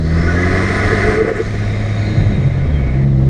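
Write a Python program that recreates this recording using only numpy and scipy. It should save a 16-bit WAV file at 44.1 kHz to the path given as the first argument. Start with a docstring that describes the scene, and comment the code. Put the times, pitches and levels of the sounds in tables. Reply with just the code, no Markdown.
"""Turbo car pulling hard

Heard from a camera on the car's body, in a quiet street. Air gulped through the airbox roars and
the turbo whistles up; the throttle eases and boost spills back through the intake in short hoots.
The exhaust burbles down into the next gear; the firing harmonics drone on over tyre and wind noise."""
import sys
import numpy as np
from scipy import signal
from scipy.fft import rfft, irfft
from scipy.io import wavfile
from scipy.ndimage import uniform_filter1d

SR = 44100
rng = np.random.default_rng(int(sys.argv[2]) if len(sys.argv) > 2 else 0)


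def put_to_file(sound):
    """Save the sound as 16-bit audio at rate SR, in the file named by the first command-line argument."""
    columns = np.atleast_2d(sound).T  # one column per channel
    safe = np.clip(columns, -1, 1)
    whole_steps = np.round(safe * 32767)
    wavfile.write(sys.argv[1], SR, whole_steps.astype(np.int16))


N = 145089
T = np.arange(N) / SR
HZ = np.fft.rfftfreq(N, 1 / SR)

# Cylinder firing (time [s], rate [Hz])
FIRING_HZ = [(0, 79.24), (.12, 80.77), (.37, 87.13), (.55, 93.3), (.77, 98.43), (1, 102.2), (1.2, 104.7),
             (2.1, 105.2), (2.25, 102.8), (2.5, 93.3), (2.6, 87.4), (2.75, 71.9), (2.87, 63.42),
             (3.06, 69.3), (3.18, 65.3), (3.29, 67.85)]
# Firing harmonics (time [s], 1st [dB], 2nd [dB], 3rd [dB])
HARMONICS_DB = [(0, -17.5, -20, -28.5), (.14, -16.5, -17, -31.5), (.4, -16, -22, -24.5),
                (.77, -19, -26, -33), (1.1, -22.5, -28, -26), (1.3, -36.5, -30, -29.5),
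                (1.43, -23.5, -36, -47), (1.6, -18, -31, -34.5), (1.95, -18, -34, -52),
                (2.12, -18, -25, -26.5), (2.3, -23, -29, -37), (2.55, -18.5, -32, -52),
                (2.75, -18, -26, -34), (2.9, -16.5, -22, -30), (2.99, -23.5, -15, -24),
                (3.08, -27.5, -11, -22.5), (3.18, -18, -13, -22), (3.29, -17.5, -10.5, -22)]
# Other engine orders, throttle open (frequency [Hz], level re 3rd harmonic [dB])
ORDERS_OPEN_DB = [(120, -15), (265, -6.5), (335, -0.5), (375, 2), (405, -6), (450, -10), (500, -9.5),
                  (690, -11), (900, -24.5)]
# Other engine orders, throttle eased (frequency [Hz], level re 3rd harmonic [dB])
ORDERS_EASED_DB = [(120, -2), (270, -22), (335, -4), (395, -23.5), (470, -31.5), (560, -19), (680, -18.5),
                   (900, -29)]
# Intake envelopes before trim (time [s], roar [dB], hiss [dB])
INTAKE_DB = [(0, -40, -48), (.16, -27, -44), (.36, -23.5, -41), (.58, -20, -38), (0.88, -19, -37),
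             (1.13, -19.5, -38), (1.24, -27, -46.5), (1.3, -22.5, -46), (1.32, -30, -47),
             (1.38, -25.5, -47), (1.42, -30.5, -43.5), (2.11, -30.5, -45.5), (2.57, -35, -51.5),
             (3.03, -36, -53.5), (3.065, -47.5, -56.5), (3.27, -50.5, -54.5)]
# Roar spectrum, throttle open (frequency [Hz], relative level [dB])
ROAR_OPEN_DB = [(250, 1.5), (430, 3), (520, -12), (700, 2.5), (810, -9.5), (940, -15), (1040, -7),
                (1300, -2), (1400, -7.5), (1750, 2), (2100, 0.5), (2400, -13), (2950, -20.5), (4500, -56)]
# Roar spectrum, throttle eased (frequency [Hz], relative level [dB])
ROAR_EASED_DB = [(250, -0.5), (560, 0.5), (700, 4), (850, -12.5), (1250, -5.5), (1400, -10.5), (1750, -2),
                 (2150, 2), (2450, -8.5), (2950, -18), (4500, -32.5)]
# Hiss spectrum (frequency [Hz], relative level [dB])
HISS_SPECTRUM_DB = [(2400, -14.5), (3300, 0.5), (4200, -1), (5300, -3), (6800, -6.5), (7850, -14),
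                    (8550, -8.5), (9200, -17.5), (10500, -24), (14500, -38)]
# Airbox and pipe resonances (centre [Hz], half-width [Hz], lift open [dB], lift eased [dB])
DUCT_MODES = [(452, 7.7, 7.5, 7.5), (558, 12, 12, 8), (689, 16, 5, 6), (1016, 16, 10.5, 9),
              (1157, 36, 4.5, 4), (1255, 24, 9, 6), (1470, 28, 11, 12), (1697, 28, 4.5, 5.5),
              (1806, 40, 2, 2), (1990, 62, 3, -1.5), (2087, 18, 4, 6), (2595, 21, 4, 2.5),
              (3184, 36, 10, 11), (3388, 40, 9.5, 8), (3760, 110, 2, 7.5), (4110, 42, 6, 8.5),
              (4440, 51, 8, 2), (5254, 80, 10, 4.5), (6450, 50, 7, 0.5), (6600, 89, 4, 6)]
# Compressor (time [s], pitch [Hz], whistle [dB], rush before duct lift [dB])
TURBO_TRACK = [(0, 4120, -71, -49), (.1, 4420, -58, -47), (.22, 5150, -62, -45), (.42, 6210, -76, -49),
               (.47, 8070, -68, -67), (.52, 8250, -56, -66), (.66, 8630, -53, -70), (.77, 8900, -52, -71),
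               (.93, 9000, -60, -67), (1.19, 8100, -51, -72), (1.25, 7770, -77, -72),
               (1.45, 6484, -65, -54), (1.7, 5354, -55, -65), (1.95, 4510, -62, -53),
               (2.07, 4175, -54, -43), (2.25, 4010, -49, -54), (2.62, 3454, -69, -66),
               (2.77, 3170, -49, -63), (2.87, 3028, -78, -74)]
# Tyre and wind rumble spectrum (frequency [Hz], relative level [dB])
RUMBLE_SPECTRUM_DB = [(10, -16), (28, 3.5), (60, 1.5), (100, -3), (140, -2), (200, -5.5), (270, -11),
                      (340, -12), (450, -14), (680, -22.5), (900, -30.5), (1250, -33.5), (4000, -48.5)]
# Rumble envelope (time [s], level [dB])
RUMBLE_DB = [(0, -21.5), (.4, -22), (.9, -18), (1.15, -20.5), (1.33, -24), (1.55, -23), (2, -19),
             (2.3, -18.5), (2.7, -19.5), (3.05, -20.5), (3.29, -20.5)]
# Spectrum of air over the body (frequency [Hz], relative level [dB])
WIND_SPECTRUM_DB = [(200, -12.5), (450, -3.5), (680, -2), (850, -13), (1250, -15), (1550, -19.5),
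                    (2050, -10), (2400, -27), (7000, -41), (14000, -68)]
# Airbox whistles (centre [s], half-length [s], pitch [Hz], level [dB])
AIRBOX_CHIRPS = [(0.296, .032, 1477, -23.5), (0.381, 0.024, 1682, -23.5), (0.436, 0.015, 2020, -26)]
# Intake flutter (centre [s], half-length [s], pitch [Hz], level [dB])
FLUTTER_HOOTS = [(.85, 0.027, 423, -24), (.924, 0.021, 438.1, -13.5), (.963, 0.024, 426.6, -25),
                 (1.003, 0.02, 383.9, -21.5), (1.083, 0.034, 434.2, -15), (1.148, 0.0073, 415.3, -14),
                 (1.185, 0.019, 438.4, -12), (1.214, 0.013, 439.5, -8), (1.25, 0.0039, 431, -15),
                 (1.28, 0.018, 451, -15.5), (1.304, 0.0025, 460.7, -9.5), (1.319, 0.0068, 430, -12),
                 (1.366, 0.011, 395, -21), (1.404, 0.016, 449, -15)]
# Exhaust pops (onset [s], pitch [Hz], peak [dB])
EXHAUST_POPS = [(0.851, 87, -9.5), (2.174, 104.2, -4.5), (2.215, 136.3, -9.5), (2.255, 108, -5),
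                (2.285, 136, -12.5), (2.375, 140.4, -7), (2.454, 122, -7), (2.733, 66.5, -12)]
# Pipe tones (centre [s], half-length [s], pitch [Hz], bandwidth [Hz], level [dB])
PIPE_TONES = [(1.295, 0.049, 520, 75, -25), (2.1, 0.45, 3750, 190, -44.5), (2.13, 0.3, 6685, 110, -54.5),
              (2.88, 0.12, 2220, 125.2, -39.5), (3.025, 0.031, 1900, 300, -38.5)]
# Air spits (centre [s], half-length [s], level [dB])
THROTTLE_SPITS = [(1.288, .018, -49.5), (1.37, 0.017, -46)]
# Spit spectrum (frequency [Hz], relative level [dB])
SPIT_SPECTRUM_DB = [(1000, -34), (5000, -10), (7000, -3), (8800, -6), (10000, -20), (14000, -29)]


def amp(db):
    """Decibels to gain."""
    return 10 ** (np.asarray(db) / 20)


def unit(x):
    """Scale to rms 1."""
    return x / np.sqrt(np.mean(x ** 2) + 1e-20)


def curves(table):
    """Value columns of a time table, per sample."""
    time_s, *columns = np.transpose(table)
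    return [np.interp(T, time_s, column) for column in columns]


def colour(table, hz=HZ):
    """Spectrum in dB, interpolated over log frequency."""
    points_hz, db = np.transpose(table)
    return np.interp(np.log(hz + 1), np.log(points_hz), db)


def bell(x, centre, half_width):
    """Gaussian of height 1."""
    return np.exp(-((x - centre) / half_width) ** 2)


def drift(rate_hz):
    """Low-passed noise, rms 1."""
    size = 2 ** 18
    hz = np.fft.rfftfreq(size, 1 / SR)
    return unit(irfft(rfft(rng.standard_normal(size)) * bell(hz, 0, rate_hz))[:N])


def filtered(x, db):
    """Apply a gain per frequency bin."""
    return irfft(rfft(x) * amp(db), N)


def shaped(x, db):
    """Filter, then scale to rms 1."""
    return unit(filtered(x, db))


def fuzzy_tone(hz, width_hz):
    """Turbulence in one steady or moving resonance, rms 1."""
    phase = 2 * np.pi * np.cumsum(hz * np.ones(N)) / SR
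    return unit(drift(width_hz / 2) * np.cos(phase) + drift(width_hz / 2) * np.sin(phase))


def throttle(when_open, when_eased, closing_s=(1.2, 1.7)):
    """Crossfade as the throttle closes."""
    eased = np.interp(T, closing_s, [0, 1])
    return (1 - eased) * when_open + eased * when_eased


def duct_lifts_db():
    """Intake pipe gain per bin; rows: open, eased."""
    return sum(np.outer(lifts_db, bell(HZ, hz, half_hz)) for hz, half_hz, *lifts_db in DUCT_MODES)


def engine(firings, half_order_db=-7, wobble_db=0.8):
    """Three firing harmonics, plus whole and half orders from uneven cylinders."""
    firing_hz, = curves(FIRING_HZ)
    levels_db = curves(HARMONICS_DB)
    out = sum(amp(db) * np.sin(2 * np.pi * k * firings) for k, db in enumerate(levels_db, 1))
    for order in [1.5, 2.5, *np.arange(3.5, 9, .5)]:
        hz = order * firing_hz
        db = levels_db[-1] + throttle(colour(ORDERS_OPEN_DB, hz), colour(ORDERS_EASED_DB, hz))
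        db += half_order_db * (order % 1 > 0) + wobble_db * drift(14)
        out += amp(db) * np.cos(2 * np.pi * (order * firings + rng.random()))
    return np.sqrt(2) * out


def intake(firings, roar_trim_db=1, hiss_trim_db=2, ripple_db=2.5, ripple_width_hz=49.3):
    """Air gulped at each intake stroke roars and hisses through the airbox resonances."""
    ripple = unit(uniform_filter1d(rng.standard_normal(len(HZ)), round(ripple_width_hz * N / SR)))
    ducts_db = duct_lifts_db() + ripple_db * ripple * np.clip(HZ / 4000, 0, 1)
    airbox_db = ducts_db - 30 * bell(HZ, 0, 120) - 18 * np.clip(HZ / 4500 - 1, 0, 2)
    gulp = np.cos(2 * np.pi * firings) + 0.48 * drift(87)
    flow = rng.standard_normal(N) * np.exp(0.11 * gulp)
    roar = throttle(shaped(flow, colour(ROAR_OPEN_DB) + airbox_db[0]),
                    shaped(flow, colour(ROAR_EASED_DB) + airbox_db[1]))
    jet = rng.standard_normal(N) * np.exp(0.075 * gulp)
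    jet_db = colour(HISS_SPECTRUM_DB) - 40 * bell(HZ, 0, 1800)
    hiss = throttle(*[shaped(jet, jet_db + db) for db in ducts_db])
    roar_db, hiss_db = curves(INTAKE_DB)
    return amp(roar_db + roar_trim_db) * roar + amp(hiss_db + hiss_trim_db) * hiss


def turbo(pitch_jitter=0.004, flicker_db=2.9):
    """A thin whistle tracks compressor speed; the air rushing with it rings the pipes."""
    hz, whistle_db, rush_db = curves(TURBO_TRACK)
    hz = uniform_filter1d(hz, SR // 16, mode="nearest")
    phase = 2 * np.pi * np.cumsum(hz * (1 + pitch_jitter * drift(90))) / SR
    rush = amp(rush_db) * fuzzy_tone(hz, width_hz=930)
    whistle = amp(whistle_db + flicker_db * drift(40)) * np.sqrt(2) * np.sin(phase)
    return whistle + throttle(*[filtered(rush, db) for db in duct_lifts_db()])


def rumble(lumps_db=2.0):
    """Lumpy low noise of tyres and wind."""
    level_db, = curves(RUMBLE_DB)
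    spectrum_db = colour(RUMBLE_SPECTRUM_DB) - 40 * np.clip(HZ / 4000 - 1, 0, 1)
    return amp(level_db + lumps_db * drift(36)) * shaped(rng.standard_normal(N), spectrum_db)


def wind(start_db=-50.5, end_db=-36.5):
    """Air streams over the body, louder as the car gains speed."""
    stream = shaped(rng.standard_normal(N), colour(WIND_SPECTRUM_DB))
    return amp(np.linspace(start_db, end_db, N)) * stream


def airbox_chirps():
    """The opening throttle whistles up through the airbox resonances."""
    out = np.zeros(N)
    for centre_s, half_s, hz, db in AIRBOX_CHIRPS:
        tone = unit(np.sin(2 * np.pi * hz * T) + 0.4 * fuzzy_tone(hz, width_hz=110))
        out += amp(db) * bell(T, centre_s, half_s) * tone
    return out


def flutter(roughness=0.24, low_mode_hz=367.2, low_mode_db=-9):
    """Boost spills back through the intake, blowing its main and a lower resonance in hoots."""
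    _, hz, _ = curves(FLUTTER_HOOTS)
    power = sum((amp(db) * bell(T, centre_s, half_s)) ** 2 for centre_s, half_s, _, db in FLUTTER_HOOTS)
    tone = np.sqrt(2) * np.sin(2 * np.pi * np.cumsum(hz) / SR)
    breath = roughness * fuzzy_tone(hz, width_hz=260)
    low_mode = amp(low_mode_db) * fuzzy_tone(low_mode_hz, width_hz=59)
    return np.sqrt(power) * (tone + breath + low_mode)


def exhaust(boom_hz=138.1, boom_db=-20, boom_s=2.55, boom_half_s=0.48, pop_rise_s=0.012):
    """Soft low pops and a pipe boom, mostly as the revs fall in the gear change."""
    out = amp(boom_db) * bell(T, boom_s, boom_half_s) * fuzzy_tone(boom_hz, width_hz=15.6)
    for onset_s, hz, db in EXHAUST_POPS:
        age_s = np.maximum(T - onset_s, 0)
        rise = age_s / pop_rise_s
        envelope = (rise * np.exp(1 - rise)) ** 2
        out += amp(db) * envelope * np.sin(2 * np.pi * hz * age_s)
    return out


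def pipe_tones():
    """Intake pipes sing briefly as the flow sweeps past."""
    return sum(amp(db) * bell(T, centre_s, half_s) * fuzzy_tone(hz, width_hz)
               for centre_s, half_s, hz, width_hz, db in PIPE_TONES)


def spits():
    """Air spits at the closing throttle."""
    envelope = sum(amp(db) * bell(T, centre_s, half_s) for centre_s, half_s, db in THROTTLE_SPITS)
    return envelope * shaped(rng.standard_normal(N), colour(SPIT_SPECTRUM_DB))


def scene(speed_jitter=0.0022):
    """Mono mix; one crankshaft times engine and intake."""
    firing_hz, = curves(FIRING_HZ)
    firings = np.cumsum(firing_hz * (1 + speed_jitter * drift(8.6))) / SR
    running = engine(firings) + intake(firings) + turbo() + rumble() + wind()
    events = airbox_chirps() + flutter() + exhaust() + pipe_tones() + spits()
    return (running + events)[None]


def record(dry):
    """The camera's band limit."""
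    cutoff_hz = 15100
    lowpass = signal.firwin(511, cutoff_hz, window=("kaiser", 9), fs=SR)
    return signal.oaconvolve(dry, lowpass[None], "same")


dry = scene()
out = record(dry)
put_to_file(out)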